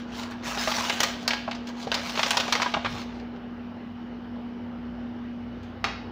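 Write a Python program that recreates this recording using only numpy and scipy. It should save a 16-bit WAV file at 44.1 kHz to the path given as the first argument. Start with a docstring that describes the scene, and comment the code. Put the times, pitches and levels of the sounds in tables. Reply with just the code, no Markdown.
"""A kitchen with an open oven: a loaded foil pan is dragged off a wire rack and then set down on a counter.
The foil hisses from thousands of tiny slips; its buckles are noise bursts ringing a few panels.
Squeaks and thumps come with the slide; struck modes make the rack wires, the pan floor and the rim.
Sparse echoes answer from oven and kitchen. A fan blows as shaped noise over a mains hum."""
import sys
import numpy as np
from scipy import signal
from scipy.fft import rfft, irfft, next_fast_len
from scipy.io import wavfile
from scipy.ndimage import uniform_filter1d

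SR = 44100
rng = np.random.default_rng(int(sys.argv[2]) if len(sys.argv) > 2 else 0)


def digitize_waveform(pressure):
    """Quantize a signal to 16-bit integers and store it at the path in sys.argv[1].

    Rows of a 2-D input are taken as channels; values are limited to [-1, 1].
    """
    field = np.atleast_2d(pressure).T
    bounded = np.clip(field, -1, 1)
    quanta = np.round(bounded * 32767).astype(np.int16)
    wavfile.write(sys.argv[1], SR, quanta)


def to_linear_factor(level_db):
    """Convert decibel levels (scalar or array-like) to linear amplitude factors."""
    exponent = np.asarray(level_db, float) / 20
    return 10 ** exponent


N = 269451

# Foil buckles. Each row: start in seconds, peak level in dB, main ring in Hz,
# low body in dB and treble in dB, both against the middle of the foil's spectrum.
BUCKLES = [(0.309, -40, 735, -18, 6), (0.433, -32, 466, -2.5, -11), (0.574, -21, 851, -14, -25),
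           (0.674, -14, 1090, -1, -32), (0.716, -13.5, 813, -4, -13), (0.783, -21, 856, 0, -16),
           (0.849, -20.5, 985, -8, -30), (0.897, -10, 2950, -3, -14), (1.004, -6, 3260, -6.5, -1.5),
           (1.032, -6.5, 686, -12, -8), (1.278, -7.5, 4910, -9, -5.5), (1.306, -8.5, 2200, -20.5, -26),
           (1.333, -15, 3210, -6, -21), (1.478, -20, 681, 7.5, -51), (1.512, -18.5, 821, -14, -23),
           (1.549, -30, 818, -25, -24), (1.671, -29, 684, -38, -14), (1.87, -25, 482, 0, -18),
           (1.917, -6.5, 1630, -8, -16), (1.943, -11, 3350, -30, -9.5), (2.094, -26, 692, -19, -8),
           (2.154, -23, 678, -16, -25), (2.175, -15, 3050, 3, -25), (2.193, -10, 816, -10.5, -29),
           (2.231, -6, 1290, -10.5, -26), (2.263, -14.5, 939, -10, -18), (2.307, -6.5, 3040, -13, -5),
           (2.37, -6.5, 953, -9, -12.5), (2.4, -12, 694, -9.5, -15), (2.48, -18, 689, 0, -15),
           (2.524, -8, 880, -15.5, -17), (2.553, -9.5, 692, -7, -18), (2.599, -13.5, 991, 2, -36.5),
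           (2.619, -10, 972, -14, -23), (2.66, -19.5, 961, -3.5, -37), (2.739, -11, 1240, 0, -35),
           (2.765, -19, 786, -1, -48), (2.847, -18, 1120, -11.5, -40), (2.859, -11.5, 1310, -4.5, -38),
           (3.016, -31.5, 579, -26, -19), (3.152, -45, 460, -7.5, -23), (3.197, -38, 703, -10, -21),
           (3.359, -39.5, 705, -7, -33), (5.63, -45.5, 3000, -12, -9), (5.842, -10, 2400, -7, -26)]
ON_COUNTER_S = 5  # buckles from here on happen on the counter
# Buckles with less treble than this are blunt; the share is dB lost per dB of missing treble.
DULL_BELOW_DB, DULL_SHARE = -24, .55


def evened(x):
    """Scales to rms 1."""
    return x / np.sqrt(np.mean(x ** 2) + 1e-20)


def read(points, hz):
    """Reads a spectrum on a log axis, flat beyond its ends."""
    f, value = np.transpose(points)
    return np.interp(np.log(hz + 1), np.log(f + 1), value)


def curve(points):
    """Draws a breakpoint table as automation, one value per sample."""
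    s, value = np.transpose(points)
    return np.interp(np.arange(N) / SR, s, value)


def coloured(x, gain):
    """Filters x by gain(hz), at rms 1."""
    size = next_fast_len(len(x), True)
    spectrum = rfft(x, size) * gain(np.fft.rfftfreq(size, 1 / SR))
    return evened(irfft(spectrum, size)[:len(x)])


def peak(hz, centre_hz, width_hz):
    """Resonance curve of top 1."""
    return 1 / np.sqrt(1 + (2 * (hz - centre_hz) / width_hz) ** 2)


def struck(modes, factor=1):
    """A struck body: dying modes with a soft onset, each with a random start phase."""
    t = np.arange(SR // 4) / SR
    ring = sum(to_linear_factor(db - 60 * t / t60) * np.sin(2 * np.pi * (factor * hz * t + 0.29 * rng.random()))
               for hz, db, t60 in modes)
    return ring * (1 - np.exp(-(t / .0006) ** 2))


def hum():
    """Mains hum: one sine whose level wavers a little."""
    # Each row: time in seconds, level in dB around which the hum wavers.
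    hum_level = [(0, -39), (1.8, -38.5), (2.3, -42), (2.8, -38.5), (3.9, -40.5), (4.5, -37), (5.5, -38),
                 (5.75, -43), (6.11, -43)]
    waver_db = 1.1 * coloured(rng.standard_normal(N), lambda hz: peak(hz, 0, 23) ** 2)
    tone = np.sqrt(2) * np.sin(2 * np.pi * 240 * np.arange(N) / SR)
    return to_linear_factor(curve(hum_level) + waver_db) * tone


def rumble():
    """Fan rumble gathered in room resonances: noise through narrow peaks."""
    # Each row: centre in Hz, width in Hz before the curve is squared, level in dB before the swell.
    resonances = [(57.5, 6, -53), (94.3, 15, -51.5), (117, 5, -59), (205.2, 88, -50), (269, 180, -53),
                  (2950, 260, -63)]
    # The deepest rumble grows near the walls. Each row: time in seconds, added level in dB.
    swell = [(0, -2.5), (1.1, -4), (2.5, -5.5), (4.3, -2.5), (5, -0.5), (6.11, 2.5)]
    swell_db = curve(swell)
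    out = np.zeros(N)
    for centre_hz, width_hz, db in resonances:
        band = coloured(rng.standard_normal(N), lambda hz: peak(hz, centre_hz, width_hz) ** 2)
        out += to_linear_factor(db + swell_db * (centre_hz < 140)) * band
    return out


def air_rush():
    """Fan air: shaped noise with patches of the spectrum that swell and fade."""
    # Each row: frequency in Hz, density in dB per Hz before levelling.
    rush_spectrum = [(180, -13), (300, -5.5), (419, -3.5), (454, -4.5), (595, -8), (831, -6.5),
                     (991, -11.5), (1520, -12.5), (2090, -18.5), (2970, -22.5), (5450, -33), (7860, -55.5),
                     (13500, -65)]
    frames, hz = N // 256 + 5, np.fft.rfftfreq(1024, 1 / SR)
    real, imaginary, patches = rng.standard_normal((frames, 513, 3)).T
    # smoothed over 12 bins and 14 frames
    patches = evened(uniform_filter1d(uniform_filter1d(patches, 12, 0), 14, 1))
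    # the last row is left out, so the top stays flat
    z = (real + 1j * imaginary) * to_linear_factor(read(rush_spectrum[:-1], hz)[:, None] + 1.6 * patches)
    rush = signal.istft(z, nperseg=1024, noverlap=768)[1][:N]
    return to_linear_factor(-46) * evened(rush)


def fan():
    """The steady bed: air rush, rumble and hum."""
    return air_rush() + rumble() + hum()


def room(x, decay, first_s):
    """Sparse reflections of random sign, each band dying at its own speed."""
    taps = np.zeros(SR)
    at = np.arange(round(first_s * SR), SR - 20, 20)
    taps[at + rng.integers(0, 20, len(at))] = rng.choice([-1., 1.], len(at))
    hz, t, z = signal.stft(taps, SR, nperseg=256)
    fade = to_linear_factor(-60 * t / read(decay, hz)[:, None])
    tail = signal.istft(z * fade, SR, nperseg=256)[1]
    return signal.fftconvolve(x, tail / np.linalg.norm(tail))[:N]


def kitchen(x):
    """The kitchen answers what happens on the counter."""
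    # Each row: frequency in Hz, t60 in seconds.
    kitchen_decay = [(600, 0.59), (1200, 0.48), (2800, 0.51), (5000, .55), (8000, 0.29), (12000, 0.25)]
    return to_linear_factor(-4.0) * room(x, kitchen_decay, 0.0036)


def oven(strikes, slide):
    """The oven box answers the strikes and the slide."""
    # Each row: frequency in Hz, t60 in seconds.
    oven_decay = [(400, 0.19), (1000, 0.18), (2800, 0.75), (7000, 0.35), (14000, 0.41)]
    return room(to_linear_factor(-10) * strikes + to_linear_factor(-10.5) * slide, oven_decay, .004)


def rack_thud():
    """The rack settles when the weight leaves: low noise that rises, holds and dies."""
    noise = coloured(rng.standard_normal(N), lambda hz: peak(hz, 125, 120) ** 2)
    start_s, rise_s, hold_s, t60_s = 2.845, .015, .12, .15
    age = np.arange(N) / SR - start_s
    fall_db = 60 * np.maximum(age - hold_s, 0) / t60_s
    return noise * np.clip(age / rise_s, 0, 1) * to_linear_factor(-40 - fall_db)


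def rack(shaking):
    """The wires ring on after whatever shakes them, as a bank of dying sines."""
    # Each row: frequency in Hz, relative level in dB, t60 in seconds.
    wires = [(579, -25.5, 0.53), (680, -28.5, .45), (694, -22, 0.55), (847, -23, 0.21), (985, -24, 0.15),
             (1230, -26.5, 0.39), (1644, -25, .3), (2260, -54, 0.16), (2696, -33.5, .2)]
    t = np.arange(SR) / SR
    ring = sum(to_linear_factor(db - 60 * t / t60) * np.sin(2 * np.pi * hz * t) for hz, db, t60 in wires)
    return to_linear_factor(-32.5) * signal.fftconvolve(shaking, ring)[:N] + rack_thud()


def rim():
    """The pan's rim rings against the counter with the last buckle."""
    # Each row: frequency in Hz, level in dB, t60 in seconds.
    rim_modes = [(864, -24.5, 0.048), (1212, -18.5, 0.034), (1583, -26, 0.034), (2280, -23, .025),
                 (2820, -22, 0.044), (3800, -24, 0.029), (4690, -34, .02)]
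    out, ring = np.zeros(N), struck(rim_modes)
    out[round(BUCKLES[-1][0] * SR):][:len(ring)] += ring
    return out


def knocks():
    """The food's weight thumps the damped pan floor onto a wire, and once more as it bounces."""
    # Each row: start in seconds, peak level in dB, pitch factor.
    thumps = [(.573, -21, 1.18), (.674, -17, 0.92), (.783, -22, 1.3), (1.261, -29.5, 0.92),
              (1.477, -20, 0.94), (1.7, -31, 1.38), (1.87, -22.5, 0.68), (2.48, -21.5, 1.04),
              (2.661, -17.5, 1.4), (2.74, -19.5, 1.3), (2.765, -18.5, 0.96), (2.845, -22, 0.76)]
    # Loaded pan floor. Each row: frequency in Hz before the pitch factor, relative level in dB, t60 in seconds.
    floor_modes = [(173.5, -7.5, 0.035), (330, 0.5, 0.016), (693, 0.5, 0.051), (1156, -2, 0.044),
                   (1407, -10.5, .035), (1655, -7.5, .03)]
    out = np.zeros(N)
    for s, db, factor in thumps:
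        ring = struck(floor_modes, factor)
        ring[220:] += 0.56 * struck(floor_modes, factor)[:-220]  # bounce 5 ms later
        out[round(s * SR):][:len(ring)] += to_linear_factor(db) * ring / abs(ring).max()
    return out


def foil(hz):
    """The foil's gain split in low body, middle and treble, each of power 1."""
    # Each row: frequency in Hz, density in dB per Hz before levelling.
    sheet_spectrum = [(150, -36), (300, -14.5), (450, -6.5), (700, -1), (960, 2), (1800, -1.5), (3800, -2),
                      (6400, -5), (7300, -10), (8500, -19), (10000, -19.5), (13400, -25.5)]
    low, high = 1 / (1 + (hz / 1400) ** 4), 1 - 1 / (1 + (hz / 6000) ** 6)
    sheet = to_linear_factor(read(sheet_spectrum, hz))
    return [evened(sheet * share) for share in (low, 1 - low - high, high)]


def dullness(treble_db):
    """How many dB of treble a buckle lacks to be crisp."""
    return max(DULL_BELOW_DB - treble_db, 0)


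def shiver():
    """Envelope of the sheet's shaking after the buckles on the rack; blunt ones shake it less."""
    kicks, t60_s = np.zeros(N), .35
    for s, db, *_, treble_db in BUCKLES:
        kick_db = db - DULL_SHARE * dullness(treble_db)
        kicks[round(s * SR)] = to_linear_factor(2 * kick_db) * (s < ON_COUNTER_S)
    # the energies add up and leak away
    return np.sqrt(signal.lfilter([1], [1, -to_linear_factor(-2 * 60 / (t60_s * SR))], kicks))


def bending(x):
    """The sheet's resonances shift as it flexes: patches of some 430 Hz by 40 ms swell and fade."""
    z = signal.stft(x, nperseg=512, noverlap=384)[2]
    patches = rng.standard_normal(z.T.shape)
    patches = uniform_filter1d(uniform_filter1d(patches, 14, 0), 5, 1).T
    return signal.istft(z * to_linear_factor(2.5 * evened(patches)), nperseg=512, noverlap=384)[1][:N]


def crinkles():
    """Sparse creases, each a few cycles of one small facet of the foil."""
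    per_s, facets = 260, 24
    out, t = np.zeros(N), np.arange(400) / SR
    for hz, cycles in zip(np.geomspace(700, 6500, facets), rng.uniform(4, 9, facets)):
        size = to_linear_factor(4.6 * np.minimum(rng.exponential(1, N), 4))
        creases = size * (rng.random(N) < per_s / facets / SR)
        facet = np.exp(-t * hz / cycles) * np.sin(2 * np.pi * hz * t)
        out += signal.oaconvolve(creases, facet)[:N]
    return evened(out)


def squeaks(slips):
    """A wire sings for a moment under the sliding pan: the slips through one narrow resonance."""
    # Each row: start in seconds, end in seconds, frequency in Hz, level in dB.
    strokes = [(.17, 0.236, 950, -53), (.19, 0.21, 3870, -50.5), (.58, 0.624, 5160, -39),
               (.68, 0.713, 1280, -34.5), (.745, 0.774, 5800, -42), (.8, 0.856, 980, -38),
               (.82, 0.94, 2900, -40.5), (1.545, 1.558, 4090, -50)]
    out, t = np.zeros(N), np.arange(N) / SR
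    for start, end, wire_hz, db in strokes:
        stroke = np.clip(np.minimum(t - start, end - t) / .008, 0, 1)
        out += to_linear_factor(db) * stroke * coloured(slips, lambda hz: peak(hz, wire_hz, 220) ** 2)
    return out


def drag():
    """Tiny slips of uneven size, in clumps, shake the foil while it slides."""
    # The pan dragged over the wires. Each row: time in seconds, level of the treble hiss in dB.
    slide_level = [(0, -66), (0.06, -90), (0.15, -58), (0.2, -50), (0.25, -58), (0.29, -74), (0.32, -62),
                   (0.36, -84), (0.42, -84), (0.45, -47), (0.57, -47), (0.62, -42), (0.9, -44), (1.0, -52),
                   (1.08, -54), (1.19, -71), (1.23, -57), (1.27, -72), (1.45, -83), (1.52, -74), (1.6, -90),
                   (1.65, -88), (1.69, -60), (1.73, -88), (1.8, -60), (1.84, -56), (1.87, -72), (2.08, -48),
                   (2.14, -51), (2.28, -46), (2.43, -56), (2.62, -56), (2.76, -66), (2.82, -76),
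                   (2.92, -57), (3.02, -60), (3.08, -85), (3.17, -76), (3.3, -94)]
    treble_db, shaking = curve(slide_level), shiver()
    over_db = treble_db + 45  # treble above its reference of -45 dB
    # middle and low body follow the treble in part; the shiver adds to each by power
    mid_gain = np.hypot(to_linear_factor(-35.5 + .6 * over_db), to_linear_factor(-25) * shaking)
    low_gain = np.hypot(to_linear_factor(-41.5 + .33 * over_db), to_linear_factor(-27) * shaking)
    # about 7000 slips a second
    size = to_linear_factor(1.12 * np.minimum(rng.exponential(1, N), 4)) * (rng.random(N) < 7000 / SR)
    clumps = to_linear_factor(1.27 * evened(uniform_filter1d(rng.standard_normal(N), 500)))
    slips = bending(size * clumps * rng.standard_normal(N))
    low, mid, high = (coloured(slips, lambda hz: foil(hz)[k]) for k in range(3))
    hiss = mid_gain * (mid + 0.45 * crinkles()) + low_gain * low + to_linear_factor(treble_db) * high
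    fade_out = np.clip((slide_level[-1][0] - np.arange(N) / SR) / 0.17, 0, 1)
    return (hiss + squeaks(slips)) * fade_out


def pops(rows):
    """Each buckle is a snap and a short rattle that ring a few panels of the foil."""
    out, t = np.zeros(N + 4096), np.arange(4096) / SR
    hz = np.fft.rfftfreq(4096, 1 / SR)
    low, mid, high = foil(hz)
    upper = np.clip(np.log2(hz / 2500 + 1e-9), 0, 1)  # where blunt buckles are darker
    noise, panels = rng.standard_normal((len(rows), 2, 4096)), rng.random((len(rows), 6))
    for (s, db, ring_hz, low_db, treble_db), (grain, flutter), panel in zip(rows, noise, panels):
        dull_db = dullness(treble_db)
        rings = 1.5 * peak(hz, ring_hz, .15 * ring_hz)
        rings += sum(.7 * peak(hz, f, .08 * f) for f in 500 * 12 ** panel)  # 500 to 6000 Hz
        body = mid * to_linear_factor(-DULL_SHARE * dull_db * upper) + to_linear_factor(low_db) * low + to_linear_factor(treble_db) * high
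        uneven = grain * to_linear_factor(2.7 * evened(uniform_filter1d(flutter, 40)))
        rattle = evened(irfft(rfft(uneven) * body * (1 + rings)))
        rise_s = 0.00011 + .00003 * dull_db  # blunt buckles start slower
        t60_s = .034 - .0007 * db  # a hard buckle dies fast, a softer one lasts longer
        rise = 1 - np.exp(-t / rise_s)
        fall = to_linear_factor(-60 * (t / t60_s) ** 1.325)  # holds for some ms, then dies quickly
        snap = 1 + 0.47 * np.exp(-t / 0.00062)
        burst = rattle * rise * fall * snap
        out[round(s * SR):][:4096] += to_linear_factor(db) * burst / abs(burst).max()
    return out[:N]


def scene():
    """Pan on the rack inside the oven, pan on the counter in the kitchen, and the fan."""
    buckles = pops([row for row in BUCKLES if row[0] < ON_COUNTER_S])
    thumps, slide = knocks(), drag()
    counter = pops([row for row in BUCKLES if row[0] >= ON_COUNTER_S]) + rim()
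    in_oven = buckles + thumps + slide + rack(buckles + slide) + oven(buckles + thumps, slide)
    in_kitchen = counter + kitchen(counter)
    return (in_oven + in_kitchen + fan())[None]


def top_cut(x):
    """Nothing passes above the cut-off."""
    return signal.sosfilt(signal.butter(12, 16820, fs=SR, output="sos"), x)


def record(dry):
    """Microphone with a bass cut and a port resonance, then soft overload."""
    # Each row: frequency in Hz, gain in dB.
    mic_response = [(30, -5.5), (55, 3), (13700, -1.5), (14300, 6), (14800, 9.5), (15400, 9.5), (15750, -8),
                    (16800, -38)]
    heard = irfft(rfft(dry) * to_linear_factor(read(mic_response, np.fft.rfftfreq(N, 1 / SR))), N)
    mix = 0.57 * np.tanh(heard / 0.62)
    return top_cut(mix)


dry = scene()
out = record(dry)
digitize_waveform(out)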